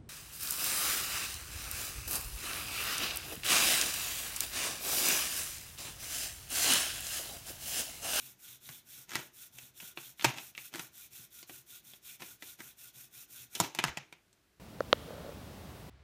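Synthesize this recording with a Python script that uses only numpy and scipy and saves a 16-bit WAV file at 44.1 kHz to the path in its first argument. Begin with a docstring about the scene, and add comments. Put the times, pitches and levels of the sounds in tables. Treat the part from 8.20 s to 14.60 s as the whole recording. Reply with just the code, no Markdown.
"""A small room, one microphone close to a rubber balloon being rubbed on a knitted sweater.
Each stroke hisses as the fibres slide, rustles the stretched skin and sets the balloon murmuring or
bumping. Now and then the rubber sticks and lets go with creaks and snaps, with a loud cluster at the
end, when the hands change their grip. A short room tail and quiet air lie behind it."""
import sys
import numpy as np
from scipy import signal
from scipy.fft import rfft, irfft
from scipy.io import wavfile
from scipy.ndimage import map_coordinates

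SR = 44100
rng = np.random.default_rng(int(sys.argv[2]) if len(sys.argv) > 2 else 0)


def store_wav(level_fs):
    """Save 16-bit WAV to argv[1]."""
    pcm = np.round(np.clip(np.atleast_2d(level_fs), -1, 1) * 32767)
    wavfile.write(sys.argv[1], SR, pcm.T.astype(np.int16))


N = 282151
HZ = np.fft.rfftfreq(N, 1 / SR)
STOP_S, BAND_LIMIT_HZ = 5.5, 15500  # end of the rubbing; top of the recorder's range

# down and up strokes in turn, each lasting until the next: (start [s], force [dB])
STROKES = [(-0.08, -0.5), (0.163, -0.5), (0.393, 0), (0.633, -.5), (0.867, -1), (1.11, -1), (1.301, -3),
           (1.526, 1.5), (1.744, 0), (1.953, 1), (2.143, 0), (2.334, 0.5), (2.514, 0.5), (2.703, -0.5),
           (2.895, 0), (3.09, -1), (3.256, -1), (3.443, -1), (3.618, -4), (3.806, 1.5), (3.98, 0),
           (4.18, .5), (4.369, -1), (4.55, -1), (4.721, -2), (4.895, 0), (5.07, .5), (5.286, 2)]
# the rubber lets go; weight (whole balloon shaken) and sharpness (crack) are relative to the skin:
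# (time [s], skin level [dB], weight [dB], sharpness [dB], patch ring [Hz], flutter length [factor])
SNAPS = [(0.4905, -52, -9, -2, 1410, 1.2), (0.8935, -57.5, -13, 5, 6520, 1.1),
         (0.9073, -54.5, -20, 2, 1570, .7), (0.9178, -50.5, -6, 0, 1460, 1.2), (0.934, -53, -5, 2, 1460, 1),
         (0.95, -41, -24, -12, 2600, 0.66), (0.9552, -35.5, -7.5, -0.5, 1630, 0.7),
         (1.3858, -53.5, -13, 1, 2650, .9), (1.6018, -49, -25, -13, 2560, 0.9),
         (1.7741, -42.5, -7.5, -21, 2600, 1.6), (1.996, -46.5, -23, -11, 2580, .9),
         (2.011, -44, -21, -14, 3600, 0.62), (2.0242, -50, -4, 2, 4480, .6),
         (2.0449, -28.5, -2, 0, 920, 2.5), (2.048, -26, -8.5, -6.5, 2600, 1.5),
         (2.1838, -45, -15.5, -6.5, 2690, 1.7), (2.351, -52, -19, -10, 2720, .6),
         (2.3781, -43, -16, -9, 2470, 2.4), (2.5394, -53.5, 0.5, 6, 1490, 1),
         (2.548, -46.5, -11, -6, 1460, 1.1), (2.5575, -50.5, 0, 4.5, 1550, .5),
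         (2.595, -47.5, -1, 4.5, 1500, 1.4), (3.2288, -63, 1, 10, 4220, 1), (3.2959, -54, -2, -9, 3000, 2),
         (3.7357, -57, -10, -6.5, 3600, 1.2), (4.021, -48.5, -4.5, -4, 2290, 2.1),
         (4.2238, -48.5, -9.5, -8, 2540, 1.1), (4.4052, -51, -7, -5, 1530, 1.2),
         (5.3515, -57.5, -7, 17, 3040, 2.5), (5.3536, -60, 1, 20, 3000, 1.5),
         (5.4014, -37.5, 8.5, 11.5, 920, 1.14), (5.5497, -52.5, 2, 9, 2430, .45),
         (5.5884, -32, -5, -7, 2380, 2.2), (5.64, -30.5, -4, -3.5, 1370, .67),
         (5.682, -42, -8, -20, 2330, 1), (5.7725, -41.5, -2, -2.5, 2340, 1.46),
         (5.9262, -53.5, -4, -5.5, 2340, 1.07), (6.1293, -87, -1, 19.5, 8350, 1)]
# the rubber judders; the burst from 2.074 s stands for the loud snap echoing off a wall:
# (start [s], end [s], level [dB])
CREAKS = [(0.873, 0.968, -55), (0.923, 1.025, -49.5), (1.593, 1.652, -62), (1.976, 2.066, -60.5),
          (2.074, 2.115, -45), (2.12, 2.224, -52), (2.508, 2.63, -55), (3.989, 4.06, -57),
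          (4.385, 4.412, -55.5), (5.34, 5.382, -51), (5.425, 5.465, -43.5), (5.54, 5.656, -55.5),
          (5.65, 5.706, -47.5)]
# low booms of the balloon: the deep ones follow snaps, the higher ones come as a stroke pushes it into the
# body: (time [s], mode [Hz], level [dB])
BUMPS = [(0.485, 128, -56), (0.954, 148, -53), (1.619, 162, -60.5), (1.774, 330, -60), (2.047, 126, -39),
         (2.54, 336, -49), (2.989, 125.3, -63), (3.295, 332, -58.5), (4.019, 320, -57), (4.223, 340, -62.5),
         (4.399, 347, -63), (5.191, 133, -68.5), (5.403, 134, -41), (5.402, 297, -43), (5.64, 136, -45),
         (5.675, 75.4, -53)]
# spectrum of the wool hiss, with the microphone's dip near 10 kHz: (frequency [Hz], level [dB])
HISS_COLOUR = [(400, -23.5), (1000, -15), (1900, -8), (3000, -8.5), (4000, -6.5), (5000, -8), (5500, -1),
               (7000, -1), (8000, -2.5), (9800, 0.5), (10500, -3.5), (11600, 1), (15000, 1)]
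# resonances of the stretched skin under the wool: (frequency [Hz], width [Hz], level [dB])
SKIN_MODES = [(1460, 160, 1.5), (2396, 370, -0.5), (2650, 370, -1.5), (3530, 1030, 1.5)]
# spectrum of the balloon's low murmur: (frequency [Hz], level [dB])
MURMUR_COLOUR = [(30, -23), (70, -7), (100, -2.5), (130, 9), (175, -10.5), (240, -1.5), (350, -11),
                 (520, -16.5), (900, -12), (2000, -49)]
# broad spectrum of one slip: (frequency [Hz], level [dB])
SLIP_COLOUR = [(30, -23.5), (70, -14.5), (130, 6), (350, -1.5), (540, -4), (750, -4), (1100, -5),
               (1800, -0.5), (2600, 0.5), (3500, -2.5), (4800, -7.5), (6500, -5), (10000, -13.5),
               (15000, -15)]
# modes of the balloon: (frequency [Hz], width [Hz], level over the slip spectrum [dB])
BALLOON_MODES = [(138, 15, 11), (310, 120, 3), (747, 24, -7), (876, 150, 8.5), (1110, 14, 4.5),
                 (1340, 20, 2.5), (1725, 23, -7), (2850, 42, -22), (3770, 13, 0.5)]
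# reflections off the body, a table and a display board: (delay [s], gain [factor])
NEAR_ECHOES = [(.0011, -0.14), (.0029, 0.44), (.0036, 0.07), (.0055, 0.16), (.0074, -0.3), (0.0113, 0.25)]
# reverberation of the room: (frequency [Hz], time to fall 60 dB [s])
ROOM_DECAY = [(100, 0.039), (300, 0.33), (900, 0.3), (2300, 0.29), (5000, 0.27), (14000, 0.39)]
# spectrum of the quiet room: (frequency [Hz], level [dB])
AIR_COLOUR = [(15, -42), (25, -21.5), (54, -6.5), (202, -9.5), (243, -15.5), (286, -12), (373, -8.5),
              (475, -19.5), (691, -16), (769, -21), (1210, -20.5), (1460, -18), (15000, -30.5)]
# a down stroke bites early and pushes into the body, an up stroke gathers speed slowly:
# (timing [power, over 1 peaks late], pressure growth along the stroke [dB], extra murmur [dB])
DOWN, UP = (1, -2.4, 2.3), (1.194, 1, -.5)


def rubbing(turn_speed=0.035, grip=1.57):
    """Sliding speed arches over each stroke and drives fibre hiss, skin rustle and balloon murmur."""
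    t = np.arange(N) / SR
    starts, force_db = np.transpose(STROKES)
    turns = np.append(starts, STOP_S)
    count, progress = np.divmod(np.interp(t, turns, np.arange(len(turns))), 1)
    stroke = np.minimum(count.astype(int), len(starts) - 1)
    timing, growth_db, push_db = np.array([DOWN, UP])[stroke % 2].T
    speed = (turn_speed + (1 - turn_speed) * np.sin(np.pi * progress ** timing)) * (t < STOP_S)
    pressure = amp(force_db[stroke] + growth_db * (progress - .5))
    hiss = amp(-51.5) * pressure * np.tanh(grip * speed ** 1.73)  # levels off in full slide
    hiss *= shaped(grains(per_s=14000, spread_db=1.5), colour(HISS_COLOUR) * (HZ < BAND_LIMIT_HZ))
    rustle = amp(-60.5) * pressure ** 1.5 * speed ** 1.35 * skin_rustle()
    reach = np.diff(turns)[stroke] / np.median(np.diff(turns))  # longer strokes shake the balloon more
    murmur = amp(-72.5 + push_db) * reach ** 1.4 * speed ** 0.64
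    murmur *= shaped(rng.standard_normal(N), colour(MURMUR_COLOUR)) * waver(rate_hz=14, depth_db=2)
    knit = waver(rate_hz=46, depth_db=1)  # the ribs of the knit grip unevenly
    return chest_echo(knit * (hiss + rustle)) + murmur


def skin_rustle():
    """The contact patch wanders, so each resonance of the skin swells and fades on its own."""
    out = np.zeros(N)
    for hz, width, db in SKIN_MODES:
        swell = amp(db) * np.sqrt(width) * waver(rate_hz=16, depth_db=3)
        out += swell * shaped(grains(per_s=4100, spread_db=0), resonances([(hz, width, 0)], HZ))
    return unit(out)


def snaps(ring, creep_s=0.0034, flutter_s=0.002, patch_width_hz=560, patch_db=7, room_db=-12.5):
    """The rubber creeps, lets go in one sharp slip and flutters; each slipping patch has its own ring."""
    size, lead = 16384, SR // 100
    t, hz = (np.arange(size) - lead) / SR, np.fft.rfftfreq(size, 1 / SR)
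    slip, damping = 1. * (t == 0), 1j * patch_width_hz * hz
    out = np.zeros(N)
    for s, db, weight_db, sharp_db, ring_hz, length in SNAPS:
        bands_db = db + np.array([weight_db - 3.5, weight_db - 1, 0, sharp_db])
        creep = 0.015 * np.exp(-abs(t) / creep_s)
        flutter = 0.14 * np.exp(-abs(t) / (flutter_s * length))
        shake = np.where(t < 0, creep, flutter) * rng.standard_normal(size)
        patch = 1 + amp(patch_db) * damping / (ring_hz ** 2 - hz ** 2 + damping)
        response = rfft(ring, size) * patch
        direct = slip_bands(near_echoes(irfft(rfft(slip + shake) * response)), bands_db, lead)
        # the room gathers the slip from all directions, which evens out its fine colour
        diffuse = room(slip_bands(irfft(rfft(slip) * response), bands_db, lead), build_s=0.0041)
        add(out, s - lead / SR, direct + amp(room_db) * diffuse)
    return out


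def slip_bands(sound, levels_db, onset):
    """Sets a slip's deep thump, hollow body, skin and crack to their levels over its first 10 ms."""
    bands_hz = [(60, 480), (480, 1300), (1300, 4500), (4500, 15000)]
    out = np.zeros(len(sound))
    for k, (edges, db) in enumerate(zip(bands_hz, levels_db)):
        band = signal.sosfilt(signal.butter(2, edges, "band", fs=SR, output="sos"), sound)
        polarity = (-1) ** k  # opposite signs make neighbouring bands add at their edges
        out += polarity * amp(db) * band / np.std(band[onset:onset + SR // 100])
    return out


def creaks(ring, room_db=-9):
    """Runs of tiny uneven slips ring the balloon; one run stands for a snap's echo off a wall."""
    judder = near_echoes(signal.oaconvolve(grains(per_s=600, spread_db=2), ring)[:N])
    out = np.zeros(N)
    for start, end, db in CREAKS:
        run = judder[round(start * SR):round(end * SR)]
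        add(out, start, amp(db) * unit(run * signal.windows.tukey(len(run), .6)))
    return out + amp(room_db) * room(out)


def balloon_ring(size=4096):
    """The balloon's modes ring after one slip, as a minimum-phase response."""
    hz = abs(np.fft.fftfreq(size, 1 / SR))
    log_gain = np.log(colour(SLIP_COLOUR, hz) * np.sqrt(1 + resonances(BALLOON_MODES, hz)))
    return np.fft.ifft(np.exp(signal.hilbert(log_gain).conj())).real[:size // 2]


def bumps(width_share=0.18, rise_s=0.0021, decay_s=0.015):
    """A soft, uneven jolt sets one low mode of the balloon booming."""
    out, t = np.zeros(N), np.arange(SR // 4) / SR
    for s, hz, db in BUMPS:
        push = rng.standard_normal(len(t)) * (1 - np.exp(-t / rise_s)) * np.exp(-t / decay_s)
        boom = signal.lfilter(*signal.iirpeak(hz, 1 / width_share, SR), push)
        boom = signal.sosfilt(signal.butter(2, 2 * hz, fs=SR, output="sos"), boom)
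        add(out, s, amp(db) * boom / np.std(boom[t < 2 * decay_s]))
    return out


def chest_echo(x, near_s=.0005, travel_s=.0004, gain=0.087):
    """The echo off the chest comes earlier and later as the balloon moves up and down."""
    t, turns = np.arange(N) / SR, [start for start, _ in STROKES]
    height = np.cos(np.pi * np.interp(t, turns, np.arange(len(turns)))) / 2 + .5
    return x + gain * map_coordinates(x, [(t - near_s - travel_s * height) * SR])


def near_echoes(x, drift=.07):
    """Nearby surfaces repeat a sound, with delays that vary a little with the balloon's place."""
    out = x.copy()
    for delay, gain in NEAR_ECHOES:
        add(out, delay * (1 + drift * rng.standard_normal()), gain * x)
    return out


def room(x, build_s=0.0047, dull_hz=7200, top_db=-11, far_wall_s=0.062):
    """A diffuse tail builds, swells again off the far wall and dies band by band."""
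    t = np.arange(SR // 2) / SR
    hz, age_s, bands = signal.stft(rng.standard_normal(len(t)), SR, nperseg=256)
    bands *= amp(-60 * age_s / curve(ROOM_DECAY, hz)[:, None])
    treble = 1 / (1 + (dull_hz / (hz[:, None] + 1)) ** 20)  # the top octave arrives mostly direct
    tail = signal.istft(bands * amp(top_db * treble), SR, nperseg=256)[1][:len(t)]
    tail *= 1 - np.exp(-(t / build_s) ** 2)
    tail *= 1 + 0.25 * np.exp(-((t - far_wall_s) / 0.0036) ** 2)
    return signal.oaconvolve(x, tail / np.linalg.norm(tail))[:len(x)]


def room_tone(level_db=-72):
    """The steady, faint air of the room."""
    return amp(level_db) * shaped(rng.standard_normal(N), colour(AIR_COLOUR) * (HZ < BAND_LIMIT_HZ))


def grains(per_s, spread_db):
    """Random tiny clicks, most small, a few large."""
    size = amp(spread_db * np.minimum(rng.exponential(1, N), 4))
    return unit(size * rng.standard_normal(N) * (rng.random(N) < per_s / SR))


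def waver(rate_hz, depth_db):
    """A random gain that drifts up to the given rate."""
    return amp(depth_db * shaped(rng.standard_normal(N), 1 / (1 + (HZ / rate_hz) ** 4)))


def resonances(modes, hz):
    """Summed power response of (frequency [Hz], width [Hz], level [dB]) modes."""
    return sum(amp(db) ** 2 / (1 + ((hz ** 2 - f ** 2) / (width * hz + 1)) ** 2)
               for f, width, db in modes)


def curve(points, hz):
    """Joins (frequency [Hz], value) points on a log-frequency axis."""
    f, value = np.transpose(points)
    return np.interp(np.log(hz + 1), np.log(f + 1), value)


def colour(points, hz=HZ):
    """Gain at each frequency of a spectrum given in dB."""
    return amp(curve(points, hz))


def shaped(x, gain):
    """Gives a full-length signal a spectrum, at rms 1."""
    return unit(irfft(rfft(x) * gain, N))


def amp(db):
    """Decibels to amplitude."""
    return 10 ** (np.asarray(db) / 20)


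def unit(x):
    """Scales to rms 1."""
    return x / np.sqrt(np.mean(x ** 2) + 1e-20)


def add(mix, s, sound):
    """Mixes a sound in at time s."""
    part = mix[round(s * SR):][:len(sound)]
    part += sound[:len(part)]


def scene(room_db=-13):
    """Rubbing, bumps, snaps and creaks at the microphone, in mono, over the room tone."""
    ring = balloon_ring()
    rub = rubbing() + bumps()
    air = room_tone()
    return (snaps(ring) + creaks(ring) + rub + amp(room_db) * room(rub) + air)[None]


def record(dry):
    """The recorder's band limit."""
    low_pass = signal.firwin(401, BAND_LIMIT_HZ, window=("kaiser", 8), fs=SR)
    return signal.oaconvolve(dry, low_pass[None], "same")


dry = scene()
out = record(dry)
store_wav(out)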